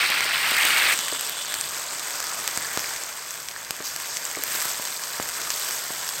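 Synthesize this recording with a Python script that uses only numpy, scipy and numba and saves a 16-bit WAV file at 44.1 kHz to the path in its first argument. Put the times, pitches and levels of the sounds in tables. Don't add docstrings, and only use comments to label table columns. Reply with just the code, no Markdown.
import sys
import numpy as np
from scipy import signal
from scipy.fft import rfft, irfft
from scipy.io import wavfile
from scipy.ndimage import uniform_filter1d
from numba import njit

SR = 44100
rng = np.random.default_rng(int(sys.argv[2]) if len(sys.argv) > 2 else 0)


def master_out(mix):
    frames = np.transpose(np.atleast_2d(mix))
    ceiling = np.clip(frames, -1, 1)
    pcm = np.round(ceiling * 32767).astype(np.int16)
    wavfile.write(sys.argv[1], SR, pcm)


N = 273420
TIME = np.arange(N) / SR
BOIL_END_S = .94


def undb(db):
    return 10 ** (np.asarray(db) / 20)


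def unit(x):
    return x / np.sqrt(np.mean(x ** 2))


def curves(table):
    s, *columns = np.transpose(table)
    return [np.interp(TIME, s, column) for column in columns]


def add(out, s, sound, db):
    start = max(int(s * SR), 0)
    part = out[start:start + len(sound)]
    front = sound[:SR // 250]
    part += sound[:len(part)] * undb(db) / np.sqrt(np.mean(front ** 2))


def colour(x, points, size=4096):
    hz, db = np.transpose(sorted(points))
    bins = np.maximum(np.arange(size // 2 + 1) * SR / size, 1)
    log_gain = np.log(undb(np.interp(np.log(bins), np.log(hz), db)))
    cepstrum = irfft(log_gain)
    cepstrum[1:size // 2] *= 2
    cepstrum[size // 2 + 1:] = 0
    response = irfft(np.exp(rfft(cepstrum)))
    return signal.fftconvolve(x, response)[:len(x)]


def walk(rate):
    hold = max(int(SR / rate), 1)
    levels = np.repeat(rng.standard_normal(N // hold + 1), hold)
    return unit(uniform_filter1d(levels, hold)[:N])


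def fade(t, t60):
    return np.exp(-np.log(1000) * t / t60)


def echoes(x, t60, db):
    t = TIME[:SR // 2]
    tail = rng.standard_normal(len(t)) * fade(t, t60) * (1 - fade(t, t60 / 10))
    return x + undb(db) * signal.fftconvolve(x, tail / np.linalg.norm(tail))[:len(x)]


@njit
def ring(starts, hz, cycles, sizes, glide):
    out = np.zeros(N)
    for k in range(len(starts)):
        length = int(cycles[k] * SR / hz[k]) + 2
        step = 2 * np.pi * hz[k] / SR
        turn, bend = np.exp(1j * step - 5.75 / length), np.exp(1j * step * glide / length)
        phasor = sizes[k] + 0j
        for i in range(starts[k], min(starts[k] + length, N)):
            out[i] += phasor.imag
            phasor *= turn
            turn *= bend
    return out


def bubbles(per_s, low_hz, high_hz, cycles, spread_db, glide, cap=4.0):
    when, pitch, life, size, side = rng.random((int(per_s * N / SR), 5)).T
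    hz = low_hz * (min(high_hz, SR * .42) / low_hz) ** pitch
    turns = cycles * 2 ** (2 * life - 1)
    size_gain = undb(-spread_db * np.log(size + np.exp(-cap)))
    sizes = size_gain * hz / np.sqrt(turns) * np.sign(side - .5)
    return unit(ring((when * N).astype(np.int64), hz, turns, sizes, float(glide)))


def crackle(per_s, spread_db, cap=6.0):
    when, size, side = rng.random((int(per_s * N / SR), 3)).T
    sizes = undb(-spread_db * np.log(size + np.exp(-cap))) * np.sign(side - .5)
    return unit(np.bincount((when * N).astype(int), sizes, N))


# time in seconds, level in dB before the froth offset.
BOIL = [(0.0, -22), (0.224, -26.5), (0.458, -24.5), (0.656, -20.5), (0.764, -21.5), (0.93, -21.5)]
# frequency in Hz, relative level in dB per Hz.
BOIL_COLOUR = [(60, -51), (110, -29), (300, -21.5), (700, -11.5), (880, -9.5), (1120, -6), (2100, 1),
               (3300, -5), (4700, -8.5), (6300, -22), (9000, -54)]
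SPRAY_COLOUR = [(3500, -15), (6300, -4), (7300, -3), (8300, 2.5), (9200, -2.5), (10200, -10), (11200, -15),
                (12500, -5.5), (13800, -5), (15200, -7), (16000, -16)]
BOIL_USUAL_DB, FROTH_OFFSET_DB = -22, 1
SPRAY_DB, SPRAY_SLOPE = -32, 0.63
SPRAY_RISE_DB_PER_S = 4.5


def hard_boil():
    vigour_db = curves(BOIL)[0]
    froth_db = vigour_db + FROTH_OFFSET_DB
    spray_db = SPRAY_DB + SPRAY_SLOPE * (vigour_db - BOIL_USUAL_DB) + SPRAY_RISE_DB_PER_S * TIME
    froth = bubbles(per_s=4500, low_hz=150.3, high_hz=7400, cycles=20, spread_db=0.0, glide=0.088)
    big = bubbles(per_s=130, low_hz=1128, high_hz=3030, cycles=95, spread_db=3.0, glide=0.11, cap=1.9)
    froth = unit(unit(colour(froth, BOIL_COLOUR)) + undb(-9) * big)
    froth *= undb(froth_db + 0.59 * walk(45.7))
    spray = crackle(per_s=8100, spread_db=4.5)
    spray += undb(-7) * bubbles(per_s=3500, low_hz=5570, high_hz=16100, cycles=21, spread_db=1.0, glide=.05)
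    spray = unit(colour(spray, SPRAY_COLOUR)) * undb(spray_db + 1.0 * walk(59.4))
    touch = bubbles(per_s=2500, low_hz=3650, high_hz=5470, cycles=27, spread_db=-0.5, glide=.08)
    return froth + spray + touch * undb(-32.0) * fade(TIME, 6.7)


# frequency in Hz, relative level in dB per Hz.
STOVE_COLOUR = [(20, -36), (40, -24), (58, 7), (80, 0.5), (110, -1), (144, 11), (185, 0.5), (300, -21),
                (600, -21.5)]


def stove():
    rumble = unit(colour(rng.standard_normal(N), STOVE_COLOUR))
    return rumble * undb(-59 + 2.0 * walk(5.76))


# start in seconds, level in dB before a small trim,
# pitch in Hz, share of ringing from 0 to 1.
SPITS = [(0.1021, -25, 12500, 0.7), (0.2071, -17.5, 2180, 0.83), (0.5085, -25, 13200, 0.95),
         (0.567, -22.5, 12700, 0.4), (0.6512, -19.5, 13000, 0.83), (0.7808, -21.5, 8800, 0.2),
         (0.99, -22, 6460, 0.2), (1.0828, -23.5, 1880, 0.04), (1.2101, -24, 12600, 0.7),
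         (1.296, -24.5, 12800, 0.97), (1.541, -20.5, 3380, 0.15), (1.6117, -20.5, 8900, 0.98),
         (2.1076, -29, 12800, 0.5), (2.2027, -24, 7580, 0.05), (2.4771, -18.5, 8100, 0.17),
         (2.5748, -19, 8270, 0.1), (2.794, -25.5, 5510, 0.8), (2.8432, -27, 2210, 0.7),
         (3.0365, -26.5, 7300, 0.95), (3.308, -28, 7670, 0.2), (3.4864, -26.5, 5700, 0.65),
         (3.5627, -31, 1750, 0.93), (3.7078, -21, 5000, 0.3), (3.9622, -25, 4570, 0),
         (4.17, -22.5, 5900, 0.9), (4.2529, -24, 7200, 0.98), (4.3135, -27, 8180, 0.44),
         (4.3513, -28.5, 2110, 1), (4.4371, -20, 12750, 0.96), (5.0369, -28, 5770, 1),
         (5.2892, -27.5, 4820, 0.2), (5.5038, -21, 6760, 0.5), (6.09, -23, 6760, 0.3)]
# frequency in Hz, gain in dB.
SPIT_COLOUR = [(100, -13.5), (600, -2), (1800, 6.5), (3000, 2), (5000, 2.5), (8300, 5), (10000, -6.5),
               (12800, 0.5), (16000, -6.5)]


def spits():
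    out, t = np.zeros(N), TIME[:2048]
    for s, db, hz, ringing in SPITS + stray_drops():
        ringing = np.clip(ringing, 0, 1)
        snap = np.cos(2 * np.pi * hz * t) * fade(t, 4.5 / hz)
        cavity = np.sin(2 * np.pi * hz * t * (1 + 15 * t)) * fade(t, 17 / hz)
        splatter = rng.standard_normal(len(t)) * (fade(t, 0.0054) + undb(-18.5) * fade(t, 0.042))
        burst = unit(snap) + undb(7) * unit(splatter)
        spit = np.sqrt(1 - ringing) * burst + np.sqrt(ringing) * unit(cavity)
        add(out, s, colour(spit, SPIT_COLOUR), db + 0.14)
    return out


# start in seconds, level in dB before an offset,
# pitch in Hz, crack level in dB relative to the burst.
POPS = [(0.102, -21.5, 900, -8), (0.518, -20, 700, -8), (0.6512, -19.5, 905, 0), (2.5747, -17.5, 1380, -9),
        (2.7745, -10.5, 1310, 9.5), (3.7072, -23, 1250, -10), (3.8043, -25.5, 1700, -14),
        (4.655, -26, 1000, -14), (4.7973, -22.5, 905, -11), (5.1994, -13, 1180, -18),
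        (5.9052, -23.5, 900, -14)]


def pops():
    out, t = np.zeros(N), TIME[:4096]
    for s, db, hz, crack_db in POPS:
        crack = undb(crack_db) * np.sin(2 * np.pi * 5600 * t) * fade(t, 0.00045)
        burst = np.sin(2 * np.pi * hz * t) * fade(t, 2.2 / hz)
        slump = undb(-10.5) * np.sin(2 * np.pi * 185 * t) * fade(t, 0.0077)
        wobble = undb(-51) * np.sin(2 * np.pi * 72 * t) * fade(t, .12)
        add(out, s, slump + wobble - crack - burst, db - 8.5)
    return out


# start in seconds, level in dB before a small trim.
KNOCKS = [(0.145, -39), (0.254, -34.5), (1.124, -27.5), (3.803, -32.5), (4.370, -28.5), (4.389, -35)]
# frequency in Hz, relative level in dB, 60 dB decay time in seconds.
PAN_MODES = [(268, -12, 0.23), (370, 4, 0.023), (462, -2, 0.055), (624, 3, 0.027), (1160, 1.5, .025),
             (1890, 2, 0.013)]


def spatula():
    out, t = np.zeros(N), TIME[:SR // 3]
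    for s, db in KNOCKS:
        knock = np.zeros(len(t))
        for k, (hz, mode_db, t60) in enumerate(PAN_MODES):
            knock += (-1) ** k * undb(mode_db) * np.sin(2 * np.pi * hz * t) * fade(t, t60)
        add(out, s, knock, db - .5)
    return out


WET_UNTIL_S, DRYING_S = 1.62, 0.14


def wetness():
    return np.clip((WET_UNTIL_S - TIME) / DRYING_S + .5, 0, 1)


# start in seconds, hold in seconds, then the changes
# of fizz, mist and medium bubbles in dB.
FLARES = [(1.19, 0.074, 0, 2.5, 3.5), (1.55, 0.097, 2, 3.5, -3), (2.15, 0.061, -2, 0, 5),
          (2.8, 0.071, -1.5, 0, 3), (3.26, 0.14, 2.5, 2, -0.5), (3.833, 0.026, 2, 7.5, 7.5),
          (4.074, 0.072, 0, 0, 5), (4.454, 0.18, 3, 5.5, -1), (5.504, 0.12, 1.5, 2, 0)]
FLARE_ATTACK_S, FLARE_RELEASE_S = 0.015, 0.05


def flares():
    boosts = np.zeros((3, N))
    for s, hold, *boost_db in FLARES:
        attack = np.clip((TIME - s) / FLARE_ATTACK_S, 0, 1)
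        release = np.exp(-np.maximum(TIME - s - hold, 0) / FLARE_RELEASE_S)
        boosts += np.outer(boost_db, attack * release)
    return boosts


# time in seconds, level in dB.
FRY = [(0.96, -29.5), (1.34, -33), (2.89, -32), (3.06, -35), (3.47, -38), (3.76, -38), (4.07, -34),
       (4.4, -34.5), (4.62, -31), (4.99, -33), (5.18, -32.5), (5.72, -31), (5.97, -32.5), (6.2, -32.5)]
FRY_USUAL_DB = -33
FIZZ_DB, SIMMER_DB, MIST_DB, MEDIUM_DB = -33.5, -36.5, -44.5, 1.3
FIZZ_SLOPE, SIMMER_SLOPE, MIST_SLOPE, MEDIUM_SLOPE = 1.23, 0.79, 1.15, -0.1
WET_FIZZ_DB, WET_SIMMER_DB, WET_MIST_DB, WET_MEDIUM_DB = 1.7, -0.7, -1.0, -4
MIST_RISE_DB_PER_S, SIMMER_FALL_DB_PER_S = 0.53, 0.16


def fry_levels():
    vigour = curves(FRY)[0] - FRY_USUAL_DB
    wet = wetness()
    fizz_flare, mist_flare, medium_flare = flares()
    fizz_db = FIZZ_DB + FIZZ_SLOPE * vigour + WET_FIZZ_DB * wet + fizz_flare
    simmer_db = SIMMER_DB + SIMMER_SLOPE * vigour + WET_SIMMER_DB * wet - SIMMER_FALL_DB_PER_S * TIME
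    mist_db = MIST_DB + MIST_SLOPE * vigour + WET_MIST_DB * wet + MIST_RISE_DB_PER_S * TIME + mist_flare
    medium_db = MEDIUM_DB + MEDIUM_SLOPE * vigour + WET_MEDIUM_DB * wet + medium_flare
    return fizz_db, simmer_db, mist_db, medium_db


WET_COARSE_DB, DRY_COARSE_DB = 0.5, -4.0


def band(x, low_hz, high_hz):
    return signal.sosfiltfilt(signal.butter(2, [low_hz, high_hz], "band", fs=SR, output="sos"), x)


def thin_coarse(fizz):
    coarse_db = DRY_COARSE_DB + (WET_COARSE_DB - DRY_COARSE_DB) * wetness()
    return fizz + (undb(coarse_db) - 1) * band(fizz, 2600, 3900)


# frequency in Hz, relative level in dB per Hz.
SIMMER_COLOUR = [(120, -37), (200, -15.5), (326, -11.5), (432, -6.5), (650, -3.5), (843, -5.5), (923, 0),
                 (1300, -2), (1570, 1), (2450, -4.5), (3000, -12.5), (3900, -14), (6600, -120)]
FIZZ_COLOUR = [(1500, -32), (2500, -8), (3400, 0.5), (4100, -1), (4800, -0.5), (5800, -2.5), (7200, 1),
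               (8200, 3.5), (8700, -1), (9300, -8), (10000, -17.5), (11500, -30), (15000, -57)]
MIST_COLOUR = [(6000, -42), (9500, -12), (10800, -5.5), (12500, 0), (14500, -4), (16000, -5)]


def frying():
    fizz_db, simmer_db, mist_db, medium_db = fry_levels()
    flurry_db = .5 * walk(40)
    clicks = echoes(crackle(per_s=2400, spread_db=3.0), t60=0.022, db=1)
    simmer = bubbles(per_s=4500, low_hz=198.0, high_hz=3510, cycles=11.6, spread_db=2.0, glide=0.13)
    simmer = unit(colour(simmer + undb(-5.5) * clicks, SIMMER_COLOUR))
    fizz = bubbles(per_s=5000, low_hz=2160, high_hz=10920, cycles=13.7, spread_db=3.0, glide=0.075, cap=6.0)
    fizz = unit(colour(fizz + undb(-1.0) * clicks, FIZZ_COLOUR))
    medium = band(fizz, 4400, 7200)
    fizz = thin_coarse(fizz) + (undb(medium_db) - 1) * medium
    ticks = echoes(crackle(per_s=250, spread_db=13.0, cap=4.1), t60=0.009, db=-17)
    mist = bubbles(per_s=5500, low_hz=8700, high_hz=16500, cycles=12, spread_db=9.5, glide=.03)
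    mist = unit(colour(mist + undb(3) * clicks + undb(-9.0) * ticks, MIST_COLOUR))
    return (simmer * undb(simmer_db + flurry_db - 0.88)
            + fizz * undb(fizz_db + flurry_db - 0.57)
            + mist * undb(mist_db + flurry_db + 2.0))


def spatter():
    fizz_db = fry_levels()[0]
    pings = bubbles(per_s=32, low_hz=3800, high_hz=8500, cycles=20, spread_db=2.2, glide=.05, cap=2.5)
    snaps = echoes(crackle(per_s=26, spread_db=2.0, cap=2.5), t60=.008, db=-5)
    snaps = unit(colour(snaps, SPIT_COLOUR))
    plips = bubbles(per_s=9, low_hz=1010, high_hz=2610, cycles=16, spread_db=2.5, glide=0.087, cap=2.5)
    return (undb(-11) * pings + undb(-13) * snaps + undb(-20) * plips) * undb(fizz_db)


def pinpricks():
    ticks = bubbles(per_s=16, low_hz=11800, high_hz=14200, cycles=9, spread_db=4.0, glide=.03, cap=2.3)
    return ticks * undb(fry_levels()[2] - 9)


STRAY_PER_S, STRAY_DB, STRAY_SPREAD_DB = 6, 4, 1.5
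STRAY_HZ, STRAY_OCTAVES, STRAY_RINGING = 6600, 0.32, 0.91


def stray_drops():
    stirring_s = N / SR - BOIL_END_S
    when, size, pitch, ringing = rng.random((int(STRAY_PER_S * stirring_s), 4)).T
    s = BOIL_END_S + when * stirring_s
    db = np.interp(s, *np.transpose(FRY)) + STRAY_DB + STRAY_SPREAD_DB * (2 * size - 1)
    hz = STRAY_HZ * 2 ** (STRAY_OCTAVES * (2 * pitch - 1))
    return list(zip(s, db, hz, STRAY_RINGING * ringing))


# start in seconds, end in seconds,
# first pitch in Hz, last pitch in Hz, level in dB over the stroke.
SQUEEZES = [(2.137, 2.46, 1480, 1130, -42), (2.4, 2.998, 1970, 1660, -42), (4.432, 4.622, 2440, 2100, -41),
            (4.483, 4.685, 1770, 1470, -39.5), (5.26, 5.544, 1660, 1210, -44)]


def squeezes():
    out = np.zeros(N)
    for start, end, first_hz, last_hz, db in SQUEEZES:
        when, chance = rng.random(400), rng.standard_normal((400, 2)).T
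        hz = (first_hz + (last_hz - first_hz) * when) * 2 ** (0.15 * chance[0])
        starts = ((start + (end - start) * when) * SR).astype(np.int64)
        sizes = chance[1] * np.sin(np.pi * when) ** .5
        swarm = ring(starts, hz, np.full(len(hz), 16.), sizes, 0.06)
        out += unit(swarm) * np.sqrt(abs(end - start) * SR / N) * undb(db)
    return out


def scene():
    stirred = np.clip((TIME - BOIL_END_S) / .008 + .5, 0, 1)
    boiling_pan = hard_boil()
    stirred_pan = frying() + spatter() + pinpricks()
    pan = np.sqrt(1 - stirred) * boiling_pan + np.sqrt(stirred) * stirred_pan
    pan = pan + squeezes() + spits() + pops() + spatula()
    return (echoes(pan, t60=0.34, db=-15) + stove())[None]


TOP_HZ = 15900


def record(dry):
    thin = signal.sosfilt(signal.butter(3, 48, "high", fs=SR, output="sos"), dry)
    return signal.sosfilt(signal.ellip(10, .2, 70, TOP_HZ, fs=SR, output="sos"), thin)


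dry = scene()
out = record(dry)
master_out(out)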